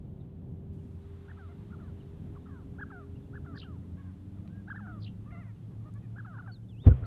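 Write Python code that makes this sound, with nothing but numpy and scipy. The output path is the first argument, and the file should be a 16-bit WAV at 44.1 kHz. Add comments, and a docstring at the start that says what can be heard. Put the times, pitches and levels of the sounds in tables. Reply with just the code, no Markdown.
"""Sandgrouse call at a desert waterhole, often overlapping: a quick upward flick, then a falling note.
Each voice is a stack of harmonics (multiples of one pitch) shaped by the throat. A small songbird
rasps twice with a buzzing tone and another whistles. Distant engines drone under a low rumble of wind.
Near the end a heavy thump close to the microphone overloads it."""
import sys
import numpy as np
from scipy import signal
from scipy.fft import rfft, irfft, next_fast_len
from scipy.io import wavfile

SR = 44100
rng = np.random.default_rng(int(sys.argv[2]) if len(sys.argv) > 2 else 0)


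def wrap_up_sound(samples):
    """Save the sound to the file named by the first command line argument, as 16-bit audio."""
    columns = np.atleast_2d(samples).T
    # keep every value between -1 and 1, then stretch to whole-number steps
    tamed = np.clip(columns, -1, 1)
    steps = np.round(tamed * 32767).astype(np.int16)
    wavfile.write(sys.argv[1], SR, steps)


N = 311344
TIME = np.arange(N) / SR

# How the throat shapes a full call. Each row: frequency in Hz, gain in dB.
OPEN_THROAT = [(450, -20.5), (700, -5), (900, -2), (1200, -1.5), (1650, -1.5), (2200, -25.5), (3300, -27.5),
               (5000, -49)]
# How it shapes a nasal note. Each row: frequency in Hz, gain in dB.
NASAL_THROAT = [(450, -19), (700, 12), (950, 3), (1250, 2), (1600, -2), (2100, -3), (2450, -6.5),
                (4500, -27)]


def sandgrouse():
    """Several birds give two-part calls, with soft nasal notes and one wail between them."""
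    # Each row: start in seconds, pitch in Hz, flick's top in Hz, flick's length in seconds, its level
    # in dB, delay until the fall in seconds, fall's length in seconds, its level in dB, yelp gain in dB.
    calls = [(1.278, 849, 1843, 0.044, -50.5, 0.094, 0.13, -58.5, 1),
             (1.696, 714, 1425, 0.063, -58.5, 0.09, 0.13, -59.5, -3),
             (2.348, 683, 1164, 0.033, -58, 0.11, 0.19, -59.5, 4),
             (2.782, 870, 1663, 0.061, -43, 0.12, 0.15, -51.5, 2.5),
             (3.327, 788, 1720, 0.058, -51.5, 0.12, 0.14, -54.5, -3),
             (3.537, 840, 1840, 0.047, -51.5, 0.089, 0.16, -60, 3),
             (4.674, 883, 1650, 0.06, -43.5, 0.116, 0.14, -53.5, 3.5),
             (4.735, 820, 1810, 0.053, -46, 0.12, 0.15, -52, -6),
             (6.157, 833, 1680, 0.056, -49, .09, 0.17, -55, 6.5),
             (6.323, 802, 1586, 0.04, -57.5, 0.084, 0.1, -59.5, -12),
             (6.362, 832, 1470, 0.053, -49.5, 0.099, 0.061, -50.5, -1),
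             (6.883, 719, 1480, 0.051, -51.5, 0.14, .1, -50.5, -7)]
    # Each row: start and length in seconds, first and last pitch in Hz, level in dB, favoured harmonic.
    murmurs = [(1.483, 0.05, 709, 702, -63.5, 2.34), (3.966, 0.068, 545, 573, -64.5, 2.7),
               (4.031, 0.083, 556, 508, -67.5, 2.74), (5.251, 0.067, 569, 638, -65, 2),
               (5.341, 0.053, 610, 607, -65, 2), (5.844, 0.06, 593, 638, -62.5, 1.82),
               (5.945, 0.042, 570, 580, -62.5, 2.6), (6.02, 0.047, 650, 605, -66.5, 3.6)]
    out = np.zeros(N)
    for start, hz, top_hz, flick_s, flick_db, delay, fall_s, fall_db, yelp_db in calls:
        add(out, start, flick(flick_s, hz, top_hz, flick_db))
        add(out, start + delay, fall(fall_s, hz, delay, fall_db, yelp_db))
    for start, *note in murmurs:
        add(out, start, murmur(*note))
    return out + wail()


def flick(length, pitch_hz, top_hz, db):
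    """The voice climbs softly, breaks about an octave upward, then arches over."""
    break_at, crest_at = .465, .646  # shares of the length
    progress = np.linspace(0, 1, int(length * SR))
    high = .5 + .5 * np.tanh((progress - break_at) / .038)  # 0 before the break, 1 after
    climb_left = 1 - np.minimum(progress / break_at, 1)
    low_hz = pitch_hz * (1.03 - .28 * climb_left ** 1.41)
    low_db = -3.5 - 11.5 * climb_left ** 3
    from_crest = abs(progress - crest_at) / (1 - crest_at)
    high_hz = top_hz * (1 - .38 * from_crest ** 2.2)
    high_db = 3 - 18.5 * from_crest ** 4
    hz = low_hz + high * (high_hz - low_hz)
    level_db = db + low_db + high * (high_db - low_db)
    return voice(hz, level_db, OPEN_THROAT, lead=2 - high, jitter=.004, tilt_db=-7)


def fall(length, pitch_hz, delay, db, yelp_db, yelp_hz=1341, yelp_s=.014, release_s=.013):
    """A high yelp drops at once into a long sinking note; the beak closes as the pitch sinks."""
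    t = np.arange(int(length * SR)) / SR
    yelp = np.exp(-(t / yelp_s) ** 6)
    since = np.maximum(t - yelp_s, 0)
    # The pitch slips quickly, then sinks and droops; a hurried call (short delay) sinks faster.
    slip = 1 - np.exp(-since / .0218)
    sag = (1 - .11 * slip) * np.exp(-.18 * since / delay - .1 * (since / delay) ** 3)
    hz = yelp * yelp_hz + (1 - yelp) * pitch_hz * sag * (1 + .014 * wander(25, len(t)))
    swell_db = -.5 * (1 - slip) - 13.5 * (t / length) ** 3
    level_db = db + yelp * yelp_db + (1 - yelp) * swell_db
    # Low-pitched birds are hoarse: their pitch shakes and the upper harmonics take over.
    hoarse = np.interp(pitch_hz, [700, 830], [1, 0])
    lead = 2 - yelp + hoarse * (.5 + t / length)
    note = voice(hz, level_db, OPEN_THROAT, lead=lead, mouth=1 - .36 * (1 - sag),
                 jitter=.0068 + .03 * hoarse, tilt_db=-4, shimmer_db=1)
    return note * np.minimum((length - t) / release_s, 1)


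def murmur(length, first_hz, last_hz, db, lead):
    """A wavering nasal note whose pitch and level droop at both ends."""
    progress = np.linspace(0, 1, int(length * SR))
    edge = abs(2 * progress - 1) ** 4
    hz = (first_hz + progress * (last_hz - first_hz)) * (1 - .13 * edge)
    return voice(hz, db - 14 * edge, NASAL_THROAT, lead=lead, jitter=.031, tilt_db=-9.5, shimmer_db=1)


def wail(resonance_hz=1970):
    """A long nasal note cracks upward, wavers and sinks, favouring harmonics near one resonance."""
    # Each row: time in seconds, pitch in Hz, level in dB.
    curve = [(5.305, 519, -61), (5.323, 708, -58), (5.358, 669, -57.5), (5.395, 705, -61.5),
             (5.42, 646, -58.5), (5.444, 526, -67), (5.503, 468, -67.5), (5.52, 410, -71)]
    start, end = curve[0][0], curve[-1][0]
    hz, db = follow(curve, np.arange(start, end, 1 / SR))
    note = voice(hz, db, NASAL_THROAT, lead=resonance_hz / hz, jitter=.01, tilt_db=-7, shimmer_db=1.5)
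    out = np.zeros(N)
    add(out, start, note)
    return out


def voice(hz, db, throat, lead=2, mouth=1, jitter=.008, tilt_db=-3, shimmer_db=1.6):
    """A bird's voice box makes six harmonics; the throat filters them and the mouth shifts that filter."""
    size = len(hz)
    hz = hz * (1 + jitter * wander(250, size))
    phase = 2 * np.pi * (np.cumsum(hz) / SR + rng.random())
    tone = np.zeros(size)
    for k in range(1, 7):
        favour = amp(tilt_db * abs(k - lead))  # weaker away from the lead harmonic
        tone += colour(throat, k * hz / mouth) * favour * np.sin(k * phase)
    return np.sqrt(2) * tone * amp(db + shimmer_db * wander(130, size)) * fade(size)


def rasps(buzz_hz=292.5, wisp_hz=4600, wisp_s=.07):
    """A songbird's husky whistle, shaken by a fast buzz, leaps up twice and settles low."""
    # Each row: start in seconds, level in dB.
    notes = [(3.553, -55.5), (5.0, -58.5)]
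    # Each row: time into the rasp in seconds, pitch in Hz, gain in dB.
    shape = [(.004, 4700, -18), (.019, 4800, -8), (.023, 3200, -5), (.033, 4700, 4), (.041, 2950, -6),
             (.048, 4100, 9), (.058, 2500, -11), (.066, 2800, 6), (.073, 3150, 2), (.081, 2700, 6),
             (.088, 3200, -6), (.105, 3000, -20)]
    out, t = np.zeros(N), np.arange(0, shape[-1][0], 1 / SR)
    hz, shape_db = follow(shape, t)
    for start, db in notes:
        buzz = np.sin(2 * np.pi * buzz_hz * t + wander(220, len(t)))
        shake = 1 + .03 * buzz + .055 * np.tanh(wander(1100, len(t)))
        phase = 2 * np.pi * np.cumsum(hz * shake) / SR
        husk = wander(900, len(t)) * np.sin(phase + wander(900, len(t)))
        tone = (np.sin(phase) + amp(-11) * husk) * amp(db + shape_db + 2.5 * buzz)
        breath = np.sin(2 * np.pi * wisp_hz * t) * wander(400, len(t))
        wisp = breath * amp(db - 8) * np.sin(np.pi * np.minimum(t / wisp_s, 1))
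        add(out, start, (tone + wisp) * fade(len(t)))
    return out


def sliding_tones():
    """Tones slide over a crest: one low, faint distant call, then a songbird's high whistles."""
    # Each row: start, length and time to the crest in seconds, crest and resting pitch in Hz,
    # slide time in seconds, level in dB.
    notes = [(4.495, .128, .085, 1640, 1440, .075, -62), (6.516, .058, .015, 4470, 3480, .027, -56),
             (6.686, .08, -.009, 3650, 2480, .047, -61), (6.763, .109, .075, 3670, 2480, .05, -58),
             (7.045, .02, .017, 4500, 3300, .015, -61)]
    out = np.zeros(N)
    for start, length, crest_s, crest_hz, rest_hz, slide_s, db in notes:
        t = np.arange(int(length * SR)) / SR
        arch = np.exp(-abs((t - crest_s) / slide_s) ** 2.4)
        hz = (rest_hz + arch * (crest_hz - rest_hz)) * (1 + .009 * wander(300, len(t)))
        level_db = db - 12 + 8 * arch + 2 * wander(170, len(t))  # louder when higher
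        add(out, start, sine(hz) * amp(level_db) * fade(len(t)))
    return out


def thump(rise_s=.014):
    """A soft heavy blow and its rebounds ring a few low tones, with a rustle around them."""
    # Each row: start in seconds, strength in dB.
    blows = [(6.8635, 1), (6.8756, -4.1), (6.9092, -10.7), (7.0192, -22)]
    # The ringing tones. Each row: frequency in Hz, level in dB, seconds to fade by 60 dB.
    tones = [(68.9, -5.1, 0.153), (92.8, 18, 0.044), (128.1, -17, 0.35), (256.2, 5, 0.03), (400, -12, 0.05),
             (490, -9, 0.045)]
    # Each row: time in seconds, level in dB.
    rustle_levels = [(6.835, -59), (6.876, -32.5), (6.9, -48.5), (7.06, -56)]
    out, t = np.zeros(N), np.arange(SR // 2) / SR
    ring = sum(amp(db - 60 * t / t60) * np.sin(2 * np.pi * hz * t) for hz, db, t60 in tones)
    onset = 1 - np.exp(-(t / rise_s) ** 2)
    for start, db in blows:
        add(out, start, -amp(db) * ring * onset)
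    rustle = noise([(500, 14), (1000, 1.5), (3200, -9.5), (4500, -30), (9000, -61)])
    return out + rustle * amp(follow(rustle_levels, TIME)[0]) * (TIME > rustle_levels[0][0])


def peeps(length_s=.032, count=24, twitter_db=-78):
    """Small birds far off give short falling whistles: a few clear ones among faint random twitter."""
    # Each row: start in seconds, pitch in Hz, level in dB.
    clear_peeps = [(.197, 3800, -74), (1.995, 3000, -66.5), (3.15, 2790, -68.5)]
    out, progress = np.zeros(N), np.linspace(0, 1, int(length_s * SR))
    twitter = [(.76 + 10 * when, 2600 + 1500 * pitch, twitter_db)
               for when, pitch in rng.random((count, 2))]
    for start, hz, db in list(clear_peeps) + twitter:
        glide = hz * (1 - .08 * progress ** 2 + .03 * wander(250, len(progress)))
        add(out, start, amp(db) * np.sin(np.pi * progress) * sine(glide))
    return out


def far_flock(count=30, db=-78):
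    """Birds further back give faint, hoarse, falling notes."""
    out = np.zeros(N)
    for when, pitch, stretch in rng.random((count, 3)):
        progress = np.linspace(0, 1, int(.05 * (1 + stretch) * SR))
        hz = (520 + 280 * pitch) * (1 - .4 * progress ** 2)
        add(out, 1 + 5.3 * when, voice(hz, db, NASAL_THROAT, jitter=.04) * np.sin(np.pi * progress))
    return out


def with_echo(sound, wet_db=-19, t60=.51):
    """Banks and bushes return a thin echo that fades by 60 dB in t60 seconds."""
    t = np.arange(SR // 2) / SR
    echoes = rng.standard_normal(len(t)) * (rng.random(len(t)) < .04)
    echoes *= (t > .012) * amp(-60 * t / t60)
    return sound + amp(wet_db) * signal.fftconvolve(sound, echoes / np.linalg.norm(echoes))[:N]


def engines(waver=.0026, flutter_db=2):
    """Far engine tones settle towards a cruising pitch, swell and fade, and flutter in the moving air."""
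    # Each row: start and end in seconds, first and cruising pitch in Hz, settling time in seconds,
    # level in dB.
    tones = [(0, 3.95, 385, 405, 1.2, -60), (0, 4.2, 88, 86, 1, -49.5), (2.25, 4.15, 268, 277, .5, -56.5),
             (3.05, 5.3, 104, 220, .87, -51.5), (3.7, 9, 84, 117, 1.2, -45), (3.95, 5, 273, 314, .45, -59),
             (4.15, 9, 173, 185, 1, -54.5), (4.9, 9, 99, 108, 1, -51)]
    out = np.zeros(N)
    for start, end, first_hz, cruise_hz, settle_s, db in tones:
        t = np.clip(TIME - start, 0, end - start)
        hz = cruise_hz + (first_hz - cruise_hz) * np.exp(-t / settle_s)
        tone = np.sqrt(2) * sine(hz * (1 + waver * wander(9.5)))
        swell = abs(np.sin(np.pi * t / (end - start))) ** .21
        out += tone * swell * amp(db + flutter_db * wander(8.5))
    return out


def wind_and_hiss():
    """Wind rumbles low, a breeze stirs dry grass, and the microphone hisses."""
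    # The tone of each noise. Each row: frequency in Hz, gain in dB.
    rumble_tone = [(20, -22.5), (35, -10), (85, -1), (125, -1.5), (165, -2.5), (230, -7.5), (450, -23),
                   (750, -32), (2000, -65.5)]
    breeze_tone = [(300, -44.5), (800, 11), (2300, -0.5), (3500, -1.5), (4500, -12), (7000, -42.5)]
    hiss_tone = [(6000, 10), (11500, 8), (15000, -3.5)]
    # The loudness of each noise. Each row: time in seconds, level in dB.
    rumble_levels = [(1.2, -45), (2.6, -46), (3.6, -45.5), (5.5, -48.5)]
    breeze_levels = [(.6, -77.5), (1.3, -68.5), (2.6, -72.5), (6.45, -74), (6.55, -79)]
    hiss_levels = [(.71, -110), (.73, -82.5)]
    rumble = noise(rumble_tone) * amp(follow(rumble_levels, TIME)[0] + 1.76 * wander(2.6))
    breeze = noise(breeze_tone) * amp(follow(breeze_levels, TIME)[0] + .18 * wander(13))
    hiss = noise(hiss_tone) * amp(follow(hiss_levels, TIME)[0])
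    return rumble + breeze + hiss


def grit(decay_s=.002):
    """Gravel gives tiny dry ticks, each a quickly dying burst of noise."""
    # Each row: start in seconds, centre frequency in Hz, spread to each side in octaves, level in dB.
    ticks = [(4.477, 2800, 1.6, -59), (5.939, 8850, .7, -63.5)]
    out, t = np.zeros(N), np.arange(1000) / SR
    for start, hz, octaves, db in ticks:
        burst = noise([(hz / 2 ** octaves, -9), (hz, 0), (hz * 2 ** octaves, -25)])[:len(t)]
        add(out, start, burst * amp(db) * np.exp(-t / decay_s))
    return out


def amp(db):
    """Turns decibels into a gain."""
    return 10 ** (np.asarray(db) / 20)


def unit(x):
    """Scales a signal to an average (rms) level of 1."""
    return x / np.sqrt(np.mean(x ** 2) + 1e-20)


def sine(hz):
    """A pure tone that follows a changing pitch."""
    return np.sin(2 * np.pi * np.cumsum(hz) / SR)


def colour(points, hz):
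    """Reads the gain at hz from rows of frequency in Hz and gain in dB."""
    freqs, db = np.transpose(points)
    return amp(np.interp(np.log(hz + 1), np.log(freqs), db))


def follow(rows, t):
    """Reads each column at times t; the first column holds the rows' times."""
    times, *columns = np.transpose(rows)
    return [np.interp(t, times, column) for column in columns]


def add(mix, start, sound):
    """Lays a sound into the mix at a start time in seconds."""
    part = mix[max(round(start * SR), 0):][:len(sound)]
    part += sound[:len(part)]


def noise(points):
    """Noise of level 1, shaped by rows of frequency in Hz and gain in dB."""
    gains = colour(points, np.fft.rfftfreq(N, 1 / SR))
    return unit(irfft(rfft(rng.standard_normal(N)) * gains, N))


def wander(rate_hz, size=N):
    """A smooth random wobble of size about 1, moving up to roughly the given rate."""
    span = next_fast_len(max(size, SR))
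    smoothing = np.exp(-(np.fft.rfftfreq(span, 1 / SR) / rate_hz) ** 2)
    return unit(irfft(rfft(rng.standard_normal(span)) * smoothing, span))[:size]


def fade(size):
    """Opens and closes a note within a few milliseconds."""
    return signal.windows.tukey(size, min(1, 260 / size))


def scene():
    """Mixes the birds across the water, the background and the close thump into one channel."""
    birds = with_echo(sandgrouse() + peeps() + far_flock())
    birds += with_echo(rasps(), wet_db=-13, t60=.11)
    return (birds + sliding_tones() + engines() + wind_and_hiss() + grit() + thump())[None]


def record(dry, ceiling=.426, low_cut_hz=15, high_cut_hz=15150):
    """The microphone clips on the thump; filters then trim the deepest bass and highest treble."""
    clipped = np.clip(dry, -ceiling, ceiling)
    bass_trimmed = signal.lfilter(*signal.butter(1, low_cut_hz, "high", fs=SR), clipped)
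    treble_filter = signal.firwin(511, high_cut_hz, window=("kaiser", 9), fs=SR)
    return signal.oaconvolve(bass_trimmed, treble_filter[None], "same")


dry = scene()
out = record(dry)
wrap_up_sound(out)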